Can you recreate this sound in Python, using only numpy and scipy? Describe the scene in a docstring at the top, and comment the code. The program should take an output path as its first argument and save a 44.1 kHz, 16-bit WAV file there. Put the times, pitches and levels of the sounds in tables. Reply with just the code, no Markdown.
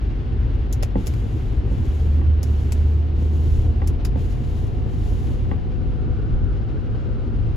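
"""Road rumble fills a car driving in the wet: the body shakes, the tyres drone and their spray hisses.
The engine booms as it pulls, with a faint whine; later the tyre tread sings on different asphalt.
The wipers make three round trips, swishing over the wet glass and knocking as they start, turn and park.
Sharp plastic clicks, as of the wiper stalk being pressed and let go, come around each trip's start."""
import sys
import numpy as np
from scipy import signal
from scipy.fft import rfft, irfft
from scipy.io import wavfile
from scipy.ndimage import uniform_filter1d

SR = 44100
rng = np.random.default_rng(int(sys.argv[2]) if len(sys.argv) > 2 else 0)


def dump_mix(stems):
    """Bounce the given channels to the path in sys.argv[1] as a 16-bit WAV at rate SR."""
    frames = np.atleast_2d(stems).T  # one column per channel
    limited = np.clip(frames, -1, 1)  # hard clip at full scale
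    pcm = np.round(limited * 32767).astype(np.int16)
    wavfile.write(sys.argv[1], SR, pcm)


N = 333396
TIME = np.arange(N) / SR
SIDES = np.array([[.5], [-.5]])  # shares a difference between left and right


def amp(db):
    """Turns decibels into a gain."""
    return 10 ** (np.asarray(db) / 20)


def unit(x):
    """Scales a signal to an average strength (rms) of 1."""
    return x / np.sqrt(np.mean(x ** 2) + 1e-20)


def at_hz(points, hz):
    """Reads a table between its rows, on a log-frequency axis."""
    f, value = np.transpose(points)
    return np.interp(np.log(hz + 1), np.log(f), value)


def curve(points):
    """Joins (time, value) points with straight lines, one value a sample."""
    return np.interp(TIME, *np.transpose(points))


def swell(start, rise_s, end, fall_s):
    """Rises from 0 to 1, holds until end, then falls back; all in seconds."""
    return np.clip((TIME - start) / rise_s, 0, 1) * np.clip(1 - (TIME - end) / fall_s, 0, 1)


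def fade(t, t60):
    """Dies away by 60 dB every t60 seconds."""
    return np.exp(-np.log(1000) * t / t60)


def drift(top_hz):
    """A random wobble of strength 1, mostly slower than top_hz."""
    hz = np.fft.rfftfreq(4096, 128 / SR)
    slow = unit(irfft(rfft(rng.standard_normal(4096)) / (1 + (hz / top_hz) ** 4)))
    return np.interp(np.arange(N) / 128, np.arange(len(slow)), slow)


def steadied(x, window_s):
    """Evens out the chance swells of a stereo noise."""
    return x / np.sqrt(uniform_filter1d((x ** 2).mean(0), int(window_s * SR)) + 1e-9)


def add(mix, s, sound):
    """Mixes a stereo sound in at s seconds."""
    part = mix[:, max(round(s * SR), 0):][:, :sound.shape[1]]
    part += sound[:, :part.shape[1]]


# how alike left and right are: f/Hz, likeness (1 the same, -1 opposite)
STEREO_LIKENESS = [(50, .98), (70, .85), (115, .75), (330, .77), (480, .55), (650, -.25), (950, -.35),
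                   (1400, .05), (2000, .25), (2800, .57), (6000, .57), (7200, .85), (8900, -.85),
                   (10300, .8), (11900, .8), (13300, -.8), (14800, .6)]
# how much louder the left is: f/Hz, left minus right/dB
STEREO_LEAN = [(40, 1), (130, 1), (800, 3), (1450, 0.5), (2200, 3.5), (5500, 3.5), (8000, -0.5)]
def coloured(drive, spectrum):
    """Turns two unrelated signals into one stereo sound with the given tone colour."""
    size = drive.shape[1]
    hz = np.fft.rfftfreq(size, 1 / SR)
    a, b = rfft(drive)
    same = np.clip(at_hz(STEREO_LIKENESS, hz), -.99, .99)
    mid, side = a * np.sqrt(1 + same), b * np.sqrt(1 - same)
    lean = amp(at_hz(STEREO_LEAN, hz) / 2)
    pair = np.array([(mid + side) * lean, (mid - side) / lean])
    return unit(irfft(pair * amp(spectrum(hz)), size))


def noise(points, size=N):
    """Stereo noise with its tone colour taken from a table."""
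    return coloured(rng.standard_normal((2, size)), lambda hz: at_hz(points, hz))


# tone colour of the shaking car body: f/Hz, relative level/dB
SHAKE_COLOUR = [(12, -42), (27, -6), (38, -11), (48, 2), (64, -3.5), (85, -8), (130, -34.5), (300, -78),
                (4000, -140)]
# how the shaking grows and eases: t/s, relative level/dB
SHAKE_LEVELS = [(0, -23.5), (.2, -29.5), (.4, -21), (.65, -27), (1.05, -23), (1.3, -29.5), (1.5, -22.5),
                (1.8, -27), (2.1, -24.5), (2.8, -29.5), (3.7, -25), (4.1, -21), (4.4, -26.5), (5.25, -25),
                (5.9, -28), (6.35, -23.5), (6.85, -30), (7.5, -26.5)]
def body_shake(boost_db=2, jolt_db=2.37):
    """The body shakes on its springs as the road dips and swells."""
    rumble = steadied(noise(SHAKE_COLOUR), window_s=.11)
    return rumble * amp(curve(SHAKE_LEVELS) + boost_db + jolt_db * drift(4))


# tone colour of the rolling tyres: f/Hz, relative level/dB
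DRONE_COLOUR = [(45, -36), (80, -1.5), (115, 6), (140, -1.5), (170, -9.5), (215, -9), (248, -6.5),
                (285, -13.5), (315, -9.5), (345, -12.5), (380, -12), (460, -17.5), (540, -22), (620, -30.5),
                (1000, -31), (12000, -110)]
def tyre_drone(start_db=-27.5, rise_db_per_s=.2157, lumpy_db=.96):
    """The tyres drone through the floor, a little louder as the car gathers speed."""
    return noise(DRONE_COLOUR) * amp(start_db + rise_db_per_s * TIME + lumpy_db * drift(13))


# tone colours of the spray and of the wash from deeper water: f/Hz, relative level/dB
SPRAY_COLOUR = [(300, -16.5), (600, 8), (850, 5), (1150, 0), (2000, -3), (2200, -3.5), (2520, -5.5),
                (2850, -3.5), (3400, -8.5), (4000, -10.5), (5500, -18), (7500, -28), (11000, -34.5),
                (16000, -47.5)]
WASH_COLOUR = [(500, -30), (1000, -7.5), (1500, -0.5), (2200, -6.5), (3500, -12.5), (8000, -49.5)]
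def tyre_spray(spray_db=-48, dip_db=-2, flicker_db=1, wash_db=-56.5):
    """Water hisses in the wheel arches; deeper water on the first part of the road adds a wash."""
    other_asphalt = swell(start=5.22, rise_s=1, end=6.5, fall_s=1.7)  # throws up less water
    hiss = noise(SPRAY_COLOUR) * amp(spray_db + dip_db * other_asphalt + flicker_db * drift(28))
    deep_water = np.clip(1 - (TIME - 2.7) / .31, 0, 1)
    return hiss + noise(WASH_COLOUR) * amp(wash_db) * deep_water


# notes of the tread: f/Hz, half width/Hz, level/dB, swell start/s, swell/dB
TREAD_NOTES = [(501, 2.4, -68.5, 4.9, 15.5), (550, 3, -70, 6.1, 17), (690, 23, -63.5, 5.7, 7),
               (767, 54, -55, 5.7, 0.5), (1145, 3.4, -77, 5.6, 13.5), (1222, 8.3, -76, 5.55, 15.5),
               (1317, 9, -77.5, 5.55, 16.5), (1401, 15, -74, 5.55, 14), (1485, 15, -75.5, 5.55, 13),
               (1500, 170, -68, 5.55, 10.5)]
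def tyre_tread(waver_db=2.4):
    """The tread sings in bands of noise, which swell in turn on a stretch of different asphalt."""
    out = np.zeros((2, N))
    for centre, width, db, start, swell_db in TREAD_NOTES:
        band = lambda hz: -20 * np.log10(1 + ((hz - centre) / width) ** 2)
        song = steadied(coloured(rng.standard_normal((2, N)), band), window_s=.12)
        lift_db = swell_db * swell(start, rise_s=.5, end=7.15, fall_s=1.6)
        out += song * amp(db + lift_db + waver_db * drift(21))
    return out


# how fast the engine fires: t/s, f/Hz
FIRING_RATE = [(0, 69.8), (1.72, 72), (1.95, 75.9), (2.55, 75.5), (3.15, 76.2), (3.8, 78.3), (4.6, 80),
               (5.5, 81.2), (6.3, 82.3), (7.56, 82.6)]
# the boom's loud and quiet spots (a standing wave) move with the firing rate:
# f/Hz, left ahead by/radians, left minus right/dB
BOOM_BALANCE = [(71, 0.6, -4.5), (76.3, -0.25, -0.5), (79, -.8, -1), (81.2, -2.6, 1), (82.2, -3.5, 4)]
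# overtones of the parts that drive the wheels: multiple of the firing rate, relative level/dB
WHINE_TONES = [(2, 12.5), (3, 10), (6, 3), (9, 0.5)]
def engine(coast_db=-31, pull_db=-18.2, cruise_db=-26, beat_hz=1.69, beat_depth=.25,
           quiet_whine_db=-69.5, full_whine_db=-56.5):
    """One push on the throttle: the firing booms and slowly throbs, then eases; a faint whine swells."""
    push_s, rise_s, crest_s = 1.84, .09, 2.865
    driving = np.clip((TIME - push_s) / rise_s, 0, 1)
    load = swell(push_s, rise_s, end=3.34, fall_s=1)
    beat_db = 20 * np.log10(abs(1 + beat_depth * np.exp(2j * np.pi * beat_hz * (TIME - crest_s))))
    boom_db = coast_db + (cruise_db - coast_db) * driving + (pull_db - cruise_db + beat_db) * load
    speeding_up = swell(start=2.07, rise_s=1.4, end=5.96, fall_s=2.6)
    whine_db = quiet_whine_db + (full_whine_db - quiet_whine_db) * speeding_up
    hz = curve(FIRING_RATE)
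    rates, leads, leans = np.transpose(BOOM_BALANCE)
    lead, lean_db = np.interp(hz, rates, leads), np.interp(hz, rates, leans)
    phase = 2 * np.pi * np.cumsum(hz * (1 + .0012 * drift(9.2))) / SR  # slightly unsteady pitch
    out = np.sin(phase + SIDES * lead) * amp(boom_db + SIDES * lean_db + .56 * drift(6.9))
    for multiple, db in WHINE_TONES:
        out += np.sin(round(multiple) * phase + SIDES) * amp(whine_db + db + 2.5 * drift(21))
    return np.sqrt(2) * out


# clicks of the wiper switch: t/s, crack level/dB, body level/dB, ring f/Hz, ring boost/dB,
# second snap delay/s, second snap gain/dB
STALK_CLICKS = [(0.725, -30.5, -48, 6500, 6, 0.0047, -2.5), (0.825, -32.5, -26.5, 5170, 9, 0.0057, 2),
                (1.06, -43, -48, 7000, -4, .004, -8), (1.068, -31.5, -31.5, 5200, 5, 0.0065, -2),
                (1.136, -48, -39, 7000, 1, .004, -4), (2.429, -32.5, -36.5, 5100, 8, 0.0035, -5),
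                (2.72, -32, -29, 7900, 9, 0.0049, -5.5), (3.8727, -33.5, -41, 10200, 8, 0.0044, -2.5),
                (4.0485, -31.5, -30.5, 4930, 12, 0.0034, -2.5)]
# tone colours of a click's bright crack and its duller body: f/Hz, relative level/dB
CRACK_COLOUR = [(1500, -41), (3400, -7.5), (4100, -6), (5000, -3), (5800, 1), (6400, -1), (7000, 2.5),
                (8500, -8.5), (9900, -3), (11200, -4.5), (12500, -4), (13500, -5), (15500, -13)]
BODY_COLOUR = [(250, 6), (550, 19.5), (850, 12.5), (1400, 4), (2400, 7.5), (3600, -0.5), (5200, -2.5),
               (8000, -51)]
def wiper_stalk(rise_s=.0015, snap_s=.0039, ring_width_hz=280, rattle_db=-5, tail_db=-30, size=8192):
    """The plastic switch snaps, snaps again as it seats, rattles briefly and dies away in the cabin."""
    t, out = np.arange(size) / SR, np.zeros((2, N))
    dying = np.hypot(amp(rattle_db) * fade(t, t60=.07), amp(tail_db) * fade(t, t60=.27))
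    attack = 1 - np.exp(-(t / rise_s) ** 2)
    snap = attack * np.hypot(np.exp(-(t / snap_s) ** 4), dying)
    for s, crack_db, body_db, ring_hz, ring_db, second_s, second_db in STALK_CLICKS:
        colour = lambda hz: at_hz(CRACK_COLOUR, hz) + ring_db / (1 + ((hz - ring_hz) / ring_width_hz)**2)
        crack = amp(crack_db) * coloured(rng.standard_normal((2, size)), colour)
        body = amp(body_db) * noise(BODY_COLOUR, size)
        second_snap = amp(second_db) * np.interp(t - second_s, t, snap)
        add(out, s, (crack + body) * np.hypot(snap, second_snap))
    return out


# sweeps of the wipers: t/s, level/dB, direction (1 up, -1 down)
WIPER_STROKES = [(.945, -56, 1), (1.645, -57.5, -1), (2.405, -56.5, 1), (3.145, -56, -1), (4.15, -55.5, 1),
                 (4.855, -55.5, -1)]
# a sweep is loudest early going up, later coming down: t/s from its start, relative level/dB
UP_SHAPE = [(0, -32), (.06, 1.5), (.11, -0.5), (.19, -0.5), (.28, -2), (.48, -2), (.6, -8), (.72, -32.5)]
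DOWN_SHAPE = [(0, -27), (.07, -1), (.17, -1), (.23, 1.5), (.43, 1.5), (.51, -2.5), (.6, -10.5), (.72, -16)]
# patches of thicker water: t/s, half length/s, boost/dB
THICK_WATER = [(2.61, .03, 2.5), (3.56, .025, 1), (4.32, 0.019, 4)]
# tone colour of rubber on wet glass: f/Hz, relative level/dB
SWISH_COLOUR = [(300, -14.5), (900, 6.5), (1800, -8), (3000, 4), (5000, -2.5), (7000, -1.5), (9000, -11.5),
                (11500, -4.5), (13300, -19.5), (15000, -19.5)]
def wiper_blades(beads_per_s=1500, beads_db=-6, grain_db=3, flutter_db=.6, film_db=1):
    """Rubber swishes over wet glass, louder where the water lies thick, and breaks tiny beads of it."""
    rub = np.zeros(N)
    for start, db, direction in WIPER_STROKES:
        s, shape_db = np.transpose(UP_SHAPE if direction > 0 else DOWN_SHAPE)
        rub += np.interp(TIME - start, s, amp(db + shape_db), left=0, right=0)
    for s, half_length, db in THICK_WATER:
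        rub *= amp(db * np.exp(-((TIME - s) / half_length) ** 2))
    pops = rng.standard_normal((2, N)) * amp(grain_db * np.minimum(rng.exponential(1, N), 4))
    beads = pops * (rng.random(N) < beads_per_s / SR)
    friction = rng.standard_normal((2, N)) + amp(beads_db) * unit(beads)
    swish = coloured(friction, lambda hz: at_hz(SWISH_COLOUR, hz))
    return swish * rub * amp(flutter_db * drift(30) + film_db * drift(6.1))


def ring(notes, rise_s, build_cycles=.3, size=8192):
    """A struck part rings at its own notes; the low ones build up last."""
    t, out = np.arange(size) / SR, np.zeros((2, size))
    for k, (hz, db, t60) in enumerate(notes):
        stereo_phase = np.arccos(np.clip(at_hz(STEREO_LIKENESS, hz), -1, 1)) * SIDES
        attack = 1 - np.exp(-(t / (rise_s + build_cycles / hz)) ** 2)
        tone = (-1) ** k * np.sin(2 * np.pi * hz * t + stereo_phase)  # neighbours swing opposite ways
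        out += amp(db) * tone * attack * fade(t, t60)
    return out / np.linalg.norm(amp([db for _, db, _ in notes]))


# how long the cabin echoes: f/Hz, time to fade 60 dB/s
CABIN_FADE = [(150, 0.1), (1000, 0.17), (8000, 0.013)]
def cabin(x, echo_db):
    """Adds the short, dense echoes from glass and trim."""
    hz, t, bands = signal.stft(rng.standard_normal((2, 8192)), SR, nperseg=128)
    tail = signal.istft(bands * fade(t, at_hz(CABIN_FADE, hz)[:, None]), SR, nperseg=128)[1]
    tail[:, :round(.002 * SR)] = 0  # the first echo takes 2 ms
    return x + amp(echo_db) * signal.fftconvolve(x, tail / np.linalg.norm(tail[0]), axes=1)[:, :N]


# knocks as the wipers start, turn and park: t/s, thud level/dB, clack level/dB, rise/s
WIPER_KNOCKS = [(.954, -11.5, -31.5, .0008), (1.672, -24, -34, 0.0045), (1.71, -18.5, -46, 0.0053),
                (2.21, -27, -30, 0.0047), (3.219, -25.5, -56, 0.0033), (3.8171, -23, -28.5, 0.00063),
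                (4.1554, -18.5, -38, .001), (4.858, -24, -44, .003), (5.513, -20, -25.5, 0.00063)]
# notes of the wall behind the engine and of the wiper arm: f/Hz, relative level/dB, time to fade 60 dB/s
WALL_NOTES = [(190, 2.5, 0.16), (269, 0, 0.16), (344, -8, 0.11), (480, 0, 0.07), (551, -3, 0.056),
              (735, -8, 0.042), (877, -5.5, 0.046)]
ARM_NOTES = [(714, -2.5, 0.076), (798, 3.5, 0.085), (1004, -1.5, 0.081), (1140, -3.5, 0.11),
             (1570, -4, 0.04), (1906, -1, 0.048), (2077, -5, 0.039), (2300, -13, 0.023),
             (2760, -7.5, 0.027), (3350, -8, 0.016)]
def wiper_linkage():
    """The rods that move the wipers take up their slack: a thud in the wall and a clack in the arm."""
    out = np.zeros((2, N))
    for s, thud_db, clack_db, rise_s in WIPER_KNOCKS:
        add(out, s, amp(thud_db) * ring(WALL_NOTES, rise_s) + amp(clack_db) * ring(ARM_NOTES, rise_s))
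    return cabin(out, echo_db=-15.5)


def scene():
    """Everything as heard from inside the car."""
    driving = body_shake() + tyre_drone() + tyre_spray() + tyre_tread() + engine()
    return driving + wiper_stalk() + wiper_blades() + wiper_linkage()


def record(dry, top_hz=16200):
    """Cuts off the treble above top_hz."""
    low_pass = signal.firwin(511, top_hz, window=("kaiser", 9), fs=SR)
    return signal.oaconvolve(dry, low_pass[None], "same")


dry = scene()
out = record(dry)
dump_mix(out)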